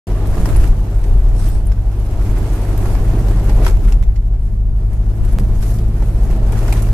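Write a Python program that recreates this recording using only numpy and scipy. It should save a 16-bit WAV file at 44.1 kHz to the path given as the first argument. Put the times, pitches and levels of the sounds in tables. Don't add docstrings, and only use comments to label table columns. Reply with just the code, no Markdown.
import sys
import numpy as np
from scipy import signal
from scipy.fft import rfft, irfft, next_fast_len
from scipy.io import wavfile
from scipy.ndimage import uniform_filter1d, map_coordinates

SR = 44100
rng = np.random.default_rng(int(sys.argv[2]) if len(sys.argv) > 2 else 0)


def log_audio(samples):
    frames = np.atleast_2d(samples).T
    limited = np.clip(frames, -1, 1)
    pcm = np.round(limited * 32767).astype(np.int16)
    wavfile.write(sys.argv[1], SR, pcm)


N = 305613

# (time [s], level [dB])
ROAD_COARSENESS = [(0.13, -30.5), (0.49, -28.0), (0.88, -35.0), (1.42, -34), (1.75, -38.5), (2.35, -29.5),
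                   (3.52, -29.5), (3.64, -25), (3.76, -36), (3.88, -35), (4.12, -43.5), (4.18, -43.5),
                   (4.69, -43.5), (4.84, -40), (5.47, -35), (5.98, -36.0), (6.73, -28.5), (6.85, -33.5)]
# (frequency [Hz], gain [dB])
FLOOR_TRANSMISSION = [(600, -3), (2000, 3), (5000, -8)]


def engine(overtone_db=-0.9, waver_db=1.0, jitter_rad=0.026):
    firing = [(0.07, 50.38), (1.2, 49.47), (2.5, 49.95), (3.5, 50.77), (4.5, 51.46), (5.5, 53.2),
              (6.93, 54.49)]
    fundamental = [(0.07, -22), (1.2, -21), (2, -18.5), (2.8, -21), (3.7, -16), (4.5, -18.5), (5.4, -17),
                   (6.1, -18.5), (6.93, -19)]
    drone = [(0.13, -26.0), (0.25, -22.5), (1.03, -25.0), (2.77, -23.0), (3.1, -20.0), (4.54, -27.5),
             (4.78, -24.5), (5.86, -21), (6.13, -23.5), (6.85, -20.5)]
    orders = [(2, 1, 1), (3, -28.5, -13.5), (4, -22.5, -11.5), (5, -21.5, -32.5), (6, -38, -24.5),
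              (8, -32.5, -28)]
    (hz,), (drone_db,), (hum_db,) = curves(firing), curves(drone), curves(fundamental)
    phase = 2 * np.pi * np.cumsum(hz) / SR + jitter_rad * wobble(17)
    hum = amp(hum_db + waver_db * wobble(5.6)) * np.sin(phase)
    overtones = np.zeros(N)
    for k, start_db, end_db in orders:
        gain = amp(np.linspace(start_db, end_db, N) + waver_db * wobble(7))
        overtones += gain * np.sin(k * phase + 2 * np.pi * rng.random())
    return np.sqrt(2) * (hum + amp(drone_db + overtone_db) * overtones)


def body(drum_db=1.25, flutter_db=1.0, lurch_db=1, usual_shake_db=-13.5):
    shake = [(0.13, -16.5), (0.19, -17.5), (0.61, -6.5), (0.73, -9.5), (0.88, -18.5), (1.12, -8),
             (2.05, -19), (2.32, -12.5), (2.65, -19), (3.07, -10.5), (3.13, -15.0), (3.82, -8.0),
             (4.21, -14), (5.14, -15), (5.44, -12), (5.77, -17), (5.98, -13), (6.85, -13)]
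    ruts = [(0.41, 0.081, -28), (1.46, 0.031, -25), (3.2, 0.07, -25), (5.398, .06, -23.5),
            (6.557, 0.061, -26.5)]
    # (frequency [Hz], level [dB])
    boom_spectrum = [(8, -21.5), (17, -12), (28, -6), (34, -5.5), (39, 3), (44, -4), (52, -11), (62, -18.5),
                     (85, -19.5), (140, -41), (400, -100)]
    drum_spectrum = [(45, -32), (70, 2.5), (100, -3), (126, 5.5), (145, -2), (165, -1.5), (200, -2.5),
                     (240, -14), (400, -22), (1200, -73)]
    shake_db, = curves(shake)
    boom = cabin(noise(), boom_spectrum)
    running_power = uniform_filter1d(np.mean(boom ** 2, axis=0), size=SR // 9)
    boom /= np.sqrt(np.abs(running_power))
    rolling_db = on_road(coarse_db=-27.5, slope=0.49) + 0.24 * (shake_db - usual_shake_db)
    rolling = amp(rolling_db + flutter_db * wobble(12))
    jolts = sum(amp(db) * swell(s, half_s) for s, half_s, db in ruts)
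    drum = np.hypot(rolling, jolts) * unit(cabin(noise(), drum_spectrum))
    return amp(shake_db + lurch_db * wobble(16)) * boom + amp(drum_db) * drum


def tyres(roar_db=0.5, grit_db=5.0, spray_db=1, hiss_db=-2, clump_db=1.2, surge_db=1.27):
    # (frequency [Hz], level [dB])
    roar_spectrum = [(100, -9.5), (200, -6), (270, 0), (385, 0.5), (480, -6.5), (570, -7), (670, -5.5),
                     (850, -11), (1100, -16.5), (1600, -22.5), (2500, -27), (5000, -34), (15000, -47)]
    grit_spectrum = [(300, -33), (900, 1.5), (1400, 6), (1800, 4), (2100, 2), (2700, -0.5), (3500, -6.5),
                     (5500, -7), (8000, -5.5), (14000, -15)]
    spray_spectrum = [(1500, -21), (4000, -4), (6500, -1.5), (8300, -2), (9000, -2), (9900, 1), (11000, 1),
                      (12200, 1.5), (13200, -3), (14500, -6.5)]
    tread_db, = curves(ROAD_COARSENESS)
    grit_gain, slush_gain = thrown()
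    roar = unit(cabin(patchy(noise(), depth_db=0.05), roar_spectrum)) * amp(0.89 * wobble(30))
    sand = grains(per_second=450, scatter_db=4.0, t60=0.02) + amp(hiss_db) * noise()
    drops = grains(per_second=550, scatter_db=-1, t60=0.016) + noise()
    grit = grit_gain * amp(grit_db) * unit(cabin(patchy(sand, depth_db=2), grit_spectrum))
    spray = slush_gain * amp(spray_db) * unit(cabin(patchy(drops, depth_db=2), spray_spectrum))
    clods = amp(clump_db * wobble(45) + surge_db * wobble(10))
    return amp(tread_db + roar_db) * roar + clods * (grit + spray)


def stones(rap_db=-7, thud_db=-8, tock_db=-10, splat_db=-6, scrape_db=-3, t60=0.064, attack_s=0.00033):
    # (time [s], level [dB], relative knock [dB], knock pitch [Hz], relative sizzle [dB])
    strikes = [(0.27, -33.5, 4, 910, -0.5), (0.4564, -21.5, 9, 1000, -9), (0.5602, -25.5, 5, 990, -9),
               (0.6744, -30, -6, 1140, -6), (1.039, -34, 9, 1035, -14), (1.4731, -30, -5, 940, -7),
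               (1.7176, -30, 0, 1800, -22), (2.3816, -35, 8, 910, -2), (2.7756, -34, 0, 992, -5),
               (2.855, -32.5, 13.5, 1294, -8), (2.9514, -32, 11, 1230, -14), (3.284, -29.5, 10, 920, -11),
               (3.4946, -24, 5.5, 970, -14), (3.6463, -20.5, 0, 1020, -19), (3.6645, -20.5, 11, 1533, -16),
               (3.679, -28, 0, 1310, -5), (3.922, -24.5, 1, 900, -16), (4.0337, -34, -16, 1240, -20),
               (4.158, -32.5, -17, 921, -25), (4.9312, -38.5, -6, 910, -3.5), (5.249, -35, -2, 930, -3),
               (5.3249, -38, -2, 1060, 1), (5.3945, -27, -2, 910, -8), (5.628, -27.5, -1, 1770, -28),
               (5.7862, -31, -6, 980, -14), (6.0225, -36, 16.5, 927, -14), (6.5216, -28.5, 6, 1020, -4),
               (6.6801, -27, 6, 1000, -19), (6.7247, -19.5, 3, 910, -5), (6.77, -27, 2, 1011, -12),
               (6.821, -30.5, 6, 990, 0)]
    # (frequency [Hz], level [dB])
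    panel_spectrum = [(500, -12), (1500, -8), (1900, 9), (2500, 6), (4000, 2.5), (5500, 3.5), (7500, -1.5),
                      (14000, -18)]
    knock_spectrum = [(150, -18), (400, 0), (850, 1), (1400, -2), (1900, -5), (2800, -14), (6000, -40)]
    sizzle_spectrum = [(4000, -21), (8000, 10.5), (10500, 9), (12300, 11.5), (15000, -7)]
    t = np.arange(SR // 5) / SR
    envelope = amp(-60 * t / t60) * (1 - np.exp(-t / attack_s))
    blows, tocks = np.zeros((3, N)), np.zeros((2, N))
    for s, db, knock_db, hz, sizzle_db in strikes:
        add(blows, s, amp([[db], [db + knock_db], [db + sizzle_db]]) * envelope)
        add(tocks, s, amp(db + knock_db + tock_db) * tock(hz, t60=0.046))
    raps, knocks, sizzles = blows
    chatter = unit(grains(per_second=1100, scatter_db=4.5, t60=.004) + amp(scrape_db) * noise())
    rap = cabin(raps * patchy(chatter, depth_db=3), panel_spectrum)
    thud = cabin(knocks * noise(), knock_spectrum)
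    splat = cabin(sizzles * noise(), sizzle_spectrum)
    ring = cabin(tocks, FLOOR_TRANSMISSION)
    return ring + amp(rap_db) * rap + amp(thud_db) * thud + amp(splat_db) * splat


def pebbles(level_db=-1, size_range_db=10, count=170, centre_hz=1450):
    grit_gain, _ = thrown()
    taps = np.zeros((2, N))
    for when, pitch, size in rng.random((count, 3)):
        at = int(when * N)
        hz = centre_hz * 2 ** (2 * pitch - 1)
        add(taps, at / SR, grit_gain[at] * amp(level_db + size_range_db * size) * tock(hz, t60=.047))
    return cabin(taps, FLOOR_TRANSMISSION)


def clicks(level_db=5):
    snaps = [(3.7715, -19), (4.0277, -16), (5.3868, -7)]  # (time [s], level [dB])
    click_spectrum = [(60, 12), (300, -4), (700, 11), (1500, 5.5), (4000, -5), (9000, -10), (15000, -10)]  # (frequency [Hz], level [dB])
    impulses = np.zeros(N)
    for s, db in snaps:
        add(impulses, s, amp([db + level_db]))
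    return filtered(impulses, lambda hz: amp(along(click_spectrum, hz)))


def chinks(t60=0.057, attack_s=0.00083, phase_step_rad=0.12):
    contacts = [(0.563, 9950, -23.5), (1.04, 8260, -41), (1.487, 12060, -30), (1.655, 12150, -43),
                (1.667, 9750, -31.5), (2.776, 12100, -30), (3.915, 12100, -43), (5.322, 11100, -37),
                (6.822, 10500, -30)]
    t = np.arange(SR // 6) / SR
    envelope = amp(-60 * t / t60) * (1 - np.exp(-t / attack_s))
    rings = np.zeros((2, N))
    for s, hz, db in contacts:
        drift = phase_step_rad * np.cumsum(rng.standard_normal((2, len(t))), axis=1)
        add(rings, s, amp(db) * envelope * np.sin(2 * np.pi * hz * t + drift))
    return rings


def puddles():
    crossings = [(1.424, 0.068, -41.5), (1.542, 0.07, -46), (6.16, 0.08, -57)]  # (peak time [s], half length [s], level [dB])
    splash_spectrum = [(1000, -18), (3000, -6.5), (5600, -2), (7000, -9), (8300, 3), (9100, -3),
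                       (10000, -0.5), (11500, -5), (14000, -25)]
    sheet = sum(amp(db) * swell(s, half_s) for s, half_s, db in crossings)
    drops = grains(per_second=2200, scatter_db=3, t60=0.0084)
    return sheet * unit(cabin(patchy(drops, depth_db=1.5), splash_spectrum))


def tock(hz, t60):
    modes = [(.62, 3), (.87, 1), (1, -5), (1.16, -12), (1.43, -10), (1.9, -10)]  # (frequency ratio, level [dB])
    t = np.arange(SR // 12) / SR
    ring = np.zeros((2, len(t)))
    for ratio, db in modes:
        gain = amp(db + 2 * rng.standard_normal((2, 1)))
        ring += gain * np.sin(2 * np.pi * (hz * ratio * t + rng.random((2, 1))))
    return ring * amp(-60 * t / t60) * (1 - np.exp(-2000 * t))


def thrown():
    mud = [(0.418, .14, -44.5, -44), (0.64, .06, -45, -48.5), (1.465, .07, -47, -50),
           (2.874, 0.24, -54, -46), (3.676, 0.045, -45, -41), (3.885, 0.047, -47.5, -50),
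           (5.316, 0.066, -52, -53), (5.69, 0.14, -54, -42), (6.062, 0.083, -57, -51),
           (6.744, 0.29, -45.5, -48)]
    grit_power = amp(on_road(coarse_db=-49.5, slope=1.14)) ** 2
    slush_power = amp(on_road(coarse_db=-49.5, slope=0.89)) ** 2
    for s, half_s, grit_db, slush_db in mud:
        crossing = swell(s, half_s)
        grit_power += (amp(grit_db) * crossing) ** 2
        slush_power += (amp(slush_db) * crossing) ** 2
    return np.sqrt(grit_power), np.sqrt(slush_power)


def on_road(coarse_db, slope, coarse_road_db=-30):
    road_db, = curves(ROAD_COARSENESS)
    return coarse_db + slope * (road_db - coarse_road_db)


def cabin(pair, spectrum):
    coherence = [(60, 0.98), (130, .99), (260, 0.97), (560, 0.93), (1000, 0.81), (2000, 0.018), (12000, 0)]  # (frequency [Hz], left-right correlation [0..1])
    def blend(hz):
        turn = np.arccos(np.clip(along(coherence, hz), -1, 1)) / 2
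        return amp(along(spectrum, hz)) * [np.cos(turn), np.sin(turn)]
    mid, side = filtered(pair, blend)
    return np.array([mid + side, mid - side])


def grains(per_second, scatter_db, t60):
    hits = (rng.random(N) < per_second / SR) * amp(scatter_db * np.clip(rng.standard_normal(N), -2, 2))
    decay = amp(-60 / (t60 * SR)) ** 2
    energy = signal.lfilter([1], [1, -decay], hits ** 2)
    return unit(np.sqrt(energy) * noise())


def patchy(pair, depth_db):
    spectra = signal.stft(pair, nperseg=512)[2]
    field = uniform_filter1d(rng.standard_normal(spectra.shape[1:]), size=8, axis=0)
    field = uniform_filter1d(field, size=7, axis=1)
    return signal.istft(spectra * amp(depth_db * unit(field)), nperseg=512)[1][:, :N]


def swell(s, half_s):
    return np.exp(-((np.arange(N) / SR - s) / half_s) ** 2)


def wobble(rate):
    knots = rng.standard_normal(int(N * rate / SR) + 4)
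    return unit(map_coordinates(knots, [np.arange(N) * rate / SR]))


def noise():
    return rng.standard_normal((2, N))


def filtered(x, response):
    size = next_fast_len(N + SR // 4)
    return irfft(rfft(x, size) * response(np.fft.rfftfreq(size, 1 / SR)), size)[..., :N]


def along(points, hz):
    freqs, values = np.transpose(points)
    return np.interp(np.log(hz + 1), np.log(freqs + 1), values)


def curves(rows):
    times, *columns = np.transpose(rows)
    return [np.interp(np.arange(N) / SR, times, column) for column in columns]


def add(track, s, sound):
    part = track[..., round(s * SR):][..., :sound.shape[-1]]
    part += sound[..., :part.shape[-1]]


def amp(db):
    return 10 ** (np.asarray(db) / 20)


def unit(x):
    return x / np.sqrt(np.mean(x ** 2) + 1e-20)


def scene():
    low = (engine() + body()) * amp([[.3], [-.3]])
    road = (tyres() + puddles() + pebbles() + stones() + clicks() + chinks()) * amp([[-.6], [.6]])
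    return low + road


def record(dry):
    start_s, cutoff_hz = 0.069, 14400
    rounded = dry / (1 + np.abs(dry) ** 8) ** (1 / 8)
    fade_in = np.clip((np.arange(N) / SR - start_s) / .002, 0, 1)
    return filtered(rounded * fade_in, lambda hz: 1 / (1 + (hz / cutoff_hz) ** 120))


dry = scene()
out = record(dry)
log_audio(out)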